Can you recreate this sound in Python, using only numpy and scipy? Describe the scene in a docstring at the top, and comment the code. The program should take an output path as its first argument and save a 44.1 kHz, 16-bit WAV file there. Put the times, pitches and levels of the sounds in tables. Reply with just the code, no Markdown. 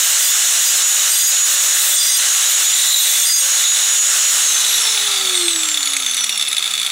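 """The steady whine and rushing air of an angle grinder at full speed on a paved yard, close by, gears chattering.
Its disc touches a clay brick five times: the motor sags and the steel disc sings and squeals.
Then the switch is released, the whine glides down and the slack gears clatter.
Motor tones follow one armature speed; air is shaped noise; disc and gears are resonances driven by noise,
apart from the squeals, which are wandering sines."""
import sys
import numpy as np
from scipy import signal
from scipy.fft import rfft, irfft, next_fast_len
from scipy.io import wavfile
from scipy.ndimage import uniform_filter1d, map_coordinates

SR = 44100
rng = np.random.default_rng(int(sys.argv[2]) if len(sys.argv) > 2 else 0)


def decibels_to_gain(level_db):
    """Convert a level in decibels to a linear amplitude gain (20 dB per decade)."""
    exponent = np.asarray(level_db, float) / 20
    return 10 ** exponent


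def waveform_to_disk(signal):
    """Save audio, clipped to [-1, 1], as 16-bit WAV at the path in sys.argv[1]."""
    frames = np.transpose(np.atleast_2d(signal))
    scaled = np.clip(frames, -1, 1) * 32767
    samples = np.round(scaled).astype(np.int16)
    wavfile.write(sys.argv[1], SR, samples)


N = 304731
TIME_S = np.arange(N) / SR
FREE_HZ, OFF_S = 570.8, 4.377  # armature speed without load, time of switch-off

# disc on brick: start_s, end_s, drag_hz_per_s, rim_db
CUTS = [(0.183, 0.314, 20, -30), (0.591, 0.722, 15, -30), (1.09, 1.308, 35.3, -26),
        (1.733, 1.953, 22.3, -27), (1.949, 2.187, 70.3, -29.5), (2.73, 3.223, 40.3, -30.5),
        (3.223, 3.411, 91, -25.5)]
# face modes of the steel disc: mode_hz, width_hz, rel_db
FACE_MODES = [(2000, 90, -17), (3480, 57, -10), (4870, 45, -18), (5810, 36, -13), (6490, 45, -8),
              (7160, 45, -9), (8230, 68, -12), (8590, 60, -4), (9330, 72, -12)]
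# gear head with loose teeth: mode_hz, width_hz, rel_db
HEAD_MODES = [(799, 67, -14), (1300, 60, -21), (2230, 420, -7.5), (2617, 174, -5.5), (3490, 120, 7.5),
              (3825, 180, 0.5), (4390, 87, 0), (6120, 430, -11), (7160, 213, -4), (8020, 220, -2.5),
              (9360, 127, -2), (10570, 110, -1.5), (11300, 900, -11.5)]


def unit(x):
    """Scaled to rms 1."""
    return x / np.sqrt(np.mean(x ** 2) + 1e-20)


def along(points, hz):
    """Interpolates (Hz, value) points on a log frequency axis."""
    point_hz, value = np.transpose(points)
    return np.interp(np.log(hz + 1), np.log(point_hz + 1), value)


def curves(rows):
    """One value per sample for each column after the time."""
    point_s, *columns = np.transpose(rows)
    return [np.interp(TIME_S, point_s, column) for column in columns]


def wobble(rate):
    """A smooth random curve, rate knots a second."""
    coarse = np.arange(0, N + 32, 32)
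    knots = rng.standard_normal(int(N * rate / SR) + 4)
    return np.interp(np.arange(N), coarse, map_coordinates(knots, [coarse * rate / SR]))


def filtered(x, response):
    """x times a complex response of frequency."""
    size = next_fast_len(N + SR // 2)
    return irfft(rfft(x, size) * response(np.fft.rfftfreq(size, 1 / SR)), size)[..., :N]


def rings(modes):
    """Causal response of a set of resonances, of alternating sign."""
    def response(f):
        total = 0
        for k, (mode_hz, width_hz, db) in enumerate(modes):
            damping = 1j * f * width_hz
            total = total + (-1) ** k * decibels_to_gain(db) * damping / (mode_hz ** 2 - f ** 2 + damping)
        return total
    return response


def softened(modes):
    """Resonances struck by a contact that is too slow to drive the highest treble."""
    contact_hz = 11100
    return lambda f: rings(modes)(f) / (1 + 1j * f / contact_hz) ** 3


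def gates(rows):
    """For each (start, end, ..) row a soft gate 0-1 and the progress 0-1 through it."""
    ramp_s = 0.035
    start, end = np.transpose(rows)[:2, :, None]
    gate = np.clip(np.minimum(TIME_S - start, end - TIME_S) / ramp_s + .5, 0, 1)
    return gate, np.clip((TIME_S - start) / (end - start), 0, 1)


def held(rows, rough_rad, rate, flutter_db):
    """(start s, end s, Hz, dB) sines; phase wanders with rate knots a second, level with half as many."""
    total = np.zeros(N)
    for (_, _, hz, db), gate in zip(rows, gates(rows)[0]):
        level = decibels_to_gain(db + flutter_db * wobble(rate / 2)) * np.sqrt(2)  # rms to peak
        total += gate * level * np.sin(2 * np.pi * hz * TIME_S + rough_rad * wobble(rate))
    return total


def armature():
    """Speed in Hz: the brick drags it down and the motor pulls it back; once switched off it coasts."""
    regain_s, coast_s, creep_hz = .28, 1.918, 43.9  # time constants, speed that the coasting heads for
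    drag = np.transpose(CUTS)[2] @ gates(CUTS)[0]
    sag = signal.lfilter([1 / SR], [1, -np.exp(-1 / (SR * regain_s))], drag)
    coasting_s = np.maximum(TIME_S - OFF_S, 0)
    return creep_hz + (FREE_HZ - sag - creep_hz) * np.exp(-coasting_s / coast_s)


def motor():
    """Unbalance, slot, commutator and spindle tones locked to the armature; each flutters a little."""
    # how the housing radiates orders 1, 2, 12 and 24: tone_hz, rel_db
    unbalance = [(185, -55), (210, -57), (260, -48.5), (300, -39.5), (345, -28.5), (400, -40.5),
                 (480, -48.5), (570, -49)]
    second = [(380, -57), (430, -66), (700, -64), (780, -47), (900, -43), (1050, -45), (1140, -45)]
    slot = [(2200, -58), (2700, -38), (3300, -69), (3700, -36), (4420, -34), (4750, -38), (5200, -38),
            (5500, -25.5), (5900, -37), (6250, -21), (6850, -25.5)]
    bar = [(4400, -48), (5400, -36), (6000, -32.5), (7400, -30.5), (8250, -25), (8900, -32), (9300, -41),
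           (9950, -42), (10900, -34.5), (11700, -33), (12400, -47), (13300, -37), (13700, -35.5)]
    # whine swells and fades as the tool is turned: time_s, order_12_gain_db, order_24_gain_db
    whine = [(0, 0.5, 8), (.6, 5, 8), (1.1, 7.5, 4), (1.8, 5, 8), (2.05, -11, 10), (2.3, 4.5, 4),
             (2.55, -1, 3), (2.72, 4.5, 7), (3.0, -3, 13.5), (3.2, 1, 8), (3.55, 4.5, 5), (3.9, 8, -1),
             (4.25, 8, 0), (4.45, 5.5, 5)]
    speed = armature()
    turn = 2 * np.pi * np.cumsum(speed) / SR
    slot_gain_db, bar_gain_db = curves(whine)
    spindle_db = -61 - 0.059 * (570 - speed)  # fades as the speed drops
    tones = [(1, along(unbalance, speed)),
             (2, along(second, 2 * speed)),
             (12, along(slot, 12 * speed) + slot_gain_db),
             (24, along(bar, 24 * speed) + bar_gain_db),
             (36, -42 - .07 * (430 - speed)),
             (.63, spindle_db),
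             (1.62, spindle_db + 6)]
    total = np.zeros(N)
    for order, rel_db in tones:
        flutter_db = (1.74 + 1.2 * (order > 2)) * wobble(25) + 1.9 * wobble(5.5)
        phase = order * turn + 0.027 * order * wobble(80)
        audible = order * speed < SR / 2
        total += decibels_to_gain(rel_db + 2.5 + flutter_db) * np.sin(phase) * audible
    return total


def rush(spectrum, patchy_db):
    """Noise of rms 1 with patches of random gain in time and frequency."""
    z = signal.stft(rng.standard_normal(N), nperseg=512)[2]
    field = uniform_filter1d(uniform_filter1d(rng.standard_normal(z.shape), 6, 0), 8, 1)
    noise = signal.istft(z * decibels_to_gain(patchy_db * unit(field)), nperseg=512)[1][:N]
    return unit(filtered(noise, lambda hz: decibels_to_gain(along(spectrum, hz))))


def air():
    """The fan drives turbulent air through the vents, weaker as it slows."""
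    # colours of the air: band_hz, density_db_per_hz (relative)
    body = [(30, -6.5), (117, -35), (300, -32.5), (490, -18.5), (1030, -13.5), (1400, -5.5), (2000, -5),
            (2360, -9), (2960, -0.5), (3600, -8), (4300, -3.5), (5000, -41)]
    hiss = [(2800, -36), (3600, -18.5), (5000, -11.5), (5800, -4.5), (6800, -2.5), (8000, -8),
            (10500, -10.5), (12200, -22), (16000, -27)]
    vent = [(6800, -37.5), (7400, 1), (8100, -2), (8500, -2), (9000, -16.5)]
    # band near 1.3 kHz: band_hz, density_db_per_hz (relative)
    low_band = [(950, -19), (1150, -11), (1350, -2), (1500, -25), (1750, -19.5)]
    # it comes forward once the tool is turned away from the brick: time_s, level_db
    low_band_level = [(0, -45), (3.6, -59), (4.2, -34), (5.2, -29.5), (5.7, -32.5), (6.91, -34.5)]
    gust_db = 0.76 * wobble(12)
    halvings = np.log2(FREE_HZ / armature())
    gate, progress = gates(CUTS)
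    shade_db = 0.82 * np.sum(gate * progress, axis=0)  # the body band thins as a cut deepens
    total = decibels_to_gain(curves(low_band_level)[0]) * rush(low_band, patchy_db=2.0)
    # level at full speed (dB), loss per halving of speed (dB), colour, thinning (dB)
    bands = [(-23, 7.5, body, shade_db), (-16.5, 9, hiss, 0), (-22, 21.5, vent, 0)]
    for full_db, loss_db, colour, thinning_db in bands:
        level_db = full_db - loss_db * halvings + gust_db - thinning_db
        total += decibels_to_gain(level_db) * rush(colour, patchy_db=0.88)
    return total


def chatter():
    """Teeth tap at random across their play, in clumps that deepen when coasting, less often as the gears slow."""
    # rms of the two tooth flanks: time_s, loose_flank_db, loaded_flank_db
    flanks = [(0, -27.5, -29), (1.6, -26.5, -29), (2.4, -27.5, -26.5), (2.7, -20, -26), (2.94, -23, -11),
              (3.15, -21, -29), (3.5, -33, -30.5), (3.65, -20.5, -21), (4.0, -27.5, -33),
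              (4.45, -27, -26.5), (4.7, -23, -23), (5.2, -19.5, -27), (5.7, -28, -47), (6.2, -26, -40),
              (6.91, -25, -38)]
    # gear head under load: mode_hz, width_hz, rel_db
    loaded_modes = [(3849, 68, 5), (4170, 55, -2.5), (10570, 80, -0.5)]
    speed = armature()
    rate = 4 * speed  # mean taps a second
    turn = 2 * np.pi * np.cumsum(speed) / SR
    # the play opens and closes about once in nine armature turns
    depth_db = np.where(TIME_S < OFF_S, 1, 3)
    play_db = depth_db * np.sin(.115 * turn + 1.64 * wobble(11))
    runout_db = 4.5 * np.sin(.315 * turn)  # the disc runs out of true once a spindle turn
    loose_db, loaded_db = curves(flanks)
    total = np.zeros(N)
    for level_db, beat_db, modes in ((loose_db, play_db, HEAD_MODES),
                                     (loaded_db, play_db + runout_db, loaded_modes)):
        taps = (rng.random(N) < rate / SR) * rng.standard_normal(N)
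        taps = taps * np.sqrt(SR / rate) * decibels_to_gain(1.04 * wobble(35))
        total += decibels_to_gain(level_db) * unit(filtered(decibels_to_gain(beat_db) * taps, softened(modes)))
    return total


def singing(modes, level_db, waver_db, flutter_db=2.5):
    """Noise drives each mode to its own rms level, which wavers slowly and flutters fast."""
    total = np.zeros(N)
    for hz, width_hz, db in modes:
        mode_db = db + level_db + waver_db * wobble(6.31) + flutter_db * wobble(45)
        drive = decibels_to_gain(mode_db) * rng.standard_normal(N)
        to_unit_rms = np.sqrt(SR / (np.pi * width_hz))
        total += signal.lfilter(*signal.iirpeak(hz, hz / width_hz, SR), drive) * to_unit_rms
    return total


def cut():
    """Grit scrapes the disc; the face sings with the drag, the rim grows as the cut deepens."""
    # rim modes of the steel disc: mode_hz, width_hz, rel_db
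    rim_modes = [(10340, 110, -12), (11290, 210, 0), (12010, 60, -9), (12700, 120, -10), (13490, 60, -3),
                 (14020, 50, -4), (14700, 90, -8), (15700, 45, -6)]
    gate, progress = gates(CUTS)
    drag, rim_db = np.transpose(CUTS)[2:, :, None]
    face_db = -21.5 + 0.52 * 20 * np.log10(drag / 20)  # -21.5 dB at a drag of 20 Hz/s
    deepening_db = 2.5 * (2 * progress - 1)
    total = np.zeros(N)
    for modes, stroke_db in ((FACE_MODES, face_db), (rim_modes, rim_db + deepening_db)):
        level_db = 20 * np.log10(np.sum(gate * decibels_to_gain(stroke_db), axis=0) + 1e-4)
        total += singing(modes, level_db, waver_db=0.5)
    return total


def squeals():
    """Now and then the grit locks on to the nearest mode of the disc face."""
    # one mode takes over: start_s, end_s, near_hz, level_db
    locked = [(.24, .31, 4870, -26), (.61, .67, 8590, -37), (.66, .71, 4870, -26), (.7, .75, 6490, -26),
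              (1.099, 1.3, 8590, -23), (1.118, 1.302, 4870, -24), (1.195, 1.314, 6490, -18),
              (1.856, 2.0, 7160, -24), (1.908, 2.086, 3470, -25), (1.966, 2.17, 4870, -23.5),
              (1.976, 2.166, 5810, -25), (1.97, 2.188, 8590, -29), (2.066, 2.198, 6490, -22),
              (2.71, 2.998, 7160, -18.5), (3.218, 3.43, 8590, -26), (3.262, 3.385, 4870, -15.5),
              (3.324, 3.407, 6490, -14.5)]
    mode_hz = np.transpose(FACE_MODES)[0]
    rows = []
    for start, end, near_hz, db in locked:
        nearest = mode_hz[np.argmin(np.abs(mode_hz - near_hz))]
        rows.append((start, end, nearest, db))
    return held(rows, rough_rad=1.9, rate=70, flutter_db=4)


def knocks():
    """Once the drive is off, the wheel overruns the pinion and knocks back; weaker knocks fill the gaps."""
    # loud backlash knocks: time_s, peak_db, pinion_over_knock_db
    loud_knocks = [(5.2759, -13, -26), (5.4101, -8.5, -15.5), (5.4804, -3, -17), (5.5588, -4, -17),
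                   (5.6326, -6, -15), (5.686, -5, -13), (5.7144, -10, -20), (5.7423, -5, -23),
                   (5.7728, -3.5, -20), (5.8057, -11, -11), (5.8287, -3, -25), (5.8556, -7.5, -7),
                   (5.8716, -6, -15), (5.9005, -11.5, -8), (5.9329, -6.5, -6.5), (5.9658, -2.5, -17),
                   (5.9998, -8, -9), (6.0621, -5.5, -15), (6.11, -9.5, -4.5), (6.1434, -7.5, -20),
                   (6.1669, -7, -11), (6.2068, -9, -8), (6.2402, -3, -13), (6.2926, -3.5, -13),
                   (6.3744, -7, -7), (6.4103, -7, -17), (6.4234, -5, -15), (6.4817, -9.5, -4.5),
                   (6.5131, -11, -14), (6.5276, -5, -16), (6.566, -4, -19), (6.5804, -4, -12),
                   (6.6248, -4.5, -20), (6.6568, -10, -13), (6.6762, -6, -20), (6.7072, -9.5, -16),
                   (6.7361, -5.5, -17), (6.777, -7, -29), (6.7974, -6, -18), (6.8144, -8, -21),
                   (6.8294, -7.5, -24), (6.8633, -4, -15.5), (6.8738, -11, -16), (6.8997, -7.5, -23)]
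    # pinion ring: mode_hz, width_hz, rel_db
    pinion_modes = [(10510, 144, 0)]
    slack_s, gap_s, clear_s = 5.2, 0.024, 0.0091  # weaker knocks: from, mean gap, room left to a loud one
    bass_cut_hz = 1500
    luck = rng.standard_normal((110, 2))
    weak_s = slack_s + gap_s * (np.arange(len(luck)) + 0.23 * luck[:, 0])
    distance_s = np.min(np.abs(weak_s[:, None] - np.transpose(loud_knocks)[0]), axis=1)
    rows = list(loud_knocks)
    for s, r, apart_s in zip(weak_s, luck[:, 1], distance_s):
        if apart_s > clear_s and s < N / SR:
            rows.append((s, -11.5 + 2.0 * r, -20.5))
    # each knock is a short skid of noise, falling 60 dB in 22 ms
    t = np.arange(SR // 12) / SR
    skids = rng.standard_normal((len(rows), len(t))) * decibels_to_gain(-60 * t / 0.022) * np.minimum(t / 0.0004, 1)
    hz = np.fft.rfftfreq(len(t), 1 / SR)
    head_response = softened(HEAD_MODES)(hz) * (1j * hz / (bass_cut_hz + 1j * hz)) ** 2
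    pinion_response = rings(pinion_modes)(hz) ** 2
    total = np.zeros(N + SR)
    for (s, peak_db, ring_db), skid in zip(rows, rfft(skids)):
        head = irfft(skid * head_response, len(t))
        ping = irfft(skid * pinion_response, len(t))
        knock = head / np.abs(head).max() + decibels_to_gain(ring_db) * ping / np.abs(ping).max()
        total[round(s * SR):][:len(t)] += decibels_to_gain(peak_db) * knock
    return total[:N]


def far_hum():
    """Faint low notes from afar, as slightly unsteady sines."""
    # start_s, end_s, pitch_hz, level_db
    notes = [(6.1, 6.3, 143, -56), (6.5, 7, 96, -54), (6.6, 7, 146, -58)]
    return held(notes, rough_rad=0.41, rate=20, flutter_db=0.5)


def scene():
    """Sums the sources; a random side signal, uneven by band and drifting, widens the stereo."""
    # side signal: band_hz, side_db (relative to the sum of the sources)
    side_level = [(150, -32), (330, -17), (700, -15.5), (1200, -14.5), (2000, -47), (2800, -11),
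                  (4200, -49), (5500, -10), (8500, -37)]
    tool = motor() + air() + chatter() + cut() + squeals() + knocks() + far_hum()
    hz, _, z = signal.stft(tool, SR, nperseg=512)
    drift = uniform_filter1d(rng.standard_normal((2, *z.shape)), 12, 2)
    random_gain = (drift[0] + 1j * drift[1]) / np.sqrt(2 * np.mean(drift ** 2))
    side_gain = decibels_to_gain(along(side_level, hz))[:, None]
    side = signal.istft(z * random_gain * side_gain, SR, nperseg=512)[1][:N]
    return np.array([tool + side, tool - side])


def low_pass(x):
    """Removes everything above the highest recorded frequency."""
    return signal.sosfilt(signal.butter(12, 17130, fs=SR, output="sos"), x)


def record(dry):
    """Gain control holds the level, peaks are rounded off, bass and top are cut, channels differ in colour."""
    # channel balance: band_hz, right_over_left_db
    balance = [(300, 0), (700, -.8), (1300, 0), (2600, 1), (4400, 1), (6000, 2), (8500, 0)]
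    hold_db, hold_s, hold_share = -14, 0.024, 0.97  # level held, averaging time, share of the excess removed
    bass_cut_hz, top_hz = 170, 15780
    power = np.abs(uniform_filter1d(np.mean(dry ** 2, axis=0), round(hold_s * SR)))
    excess_db = np.maximum(10 * np.log10(power + 1e-12) - hold_db, 0)
    steadied = dry * decibels_to_gain(-hold_share * excess_db)
    rounded = steadied / (1 + np.abs(steadied / .9) ** 4) ** (1 / 4)

    def channels(hz):
        passed = hz ** 2 / (hz ** 2 + bass_cut_hz ** 2) * (hz < top_hz)
        return decibels_to_gain(np.outer([-.5, .5], along(balance, hz))) * passed

    mix = filtered(rounded, channels)
    return low_pass(mix)


dry = scene()
out = record(dry)
waveform_to_disk(out)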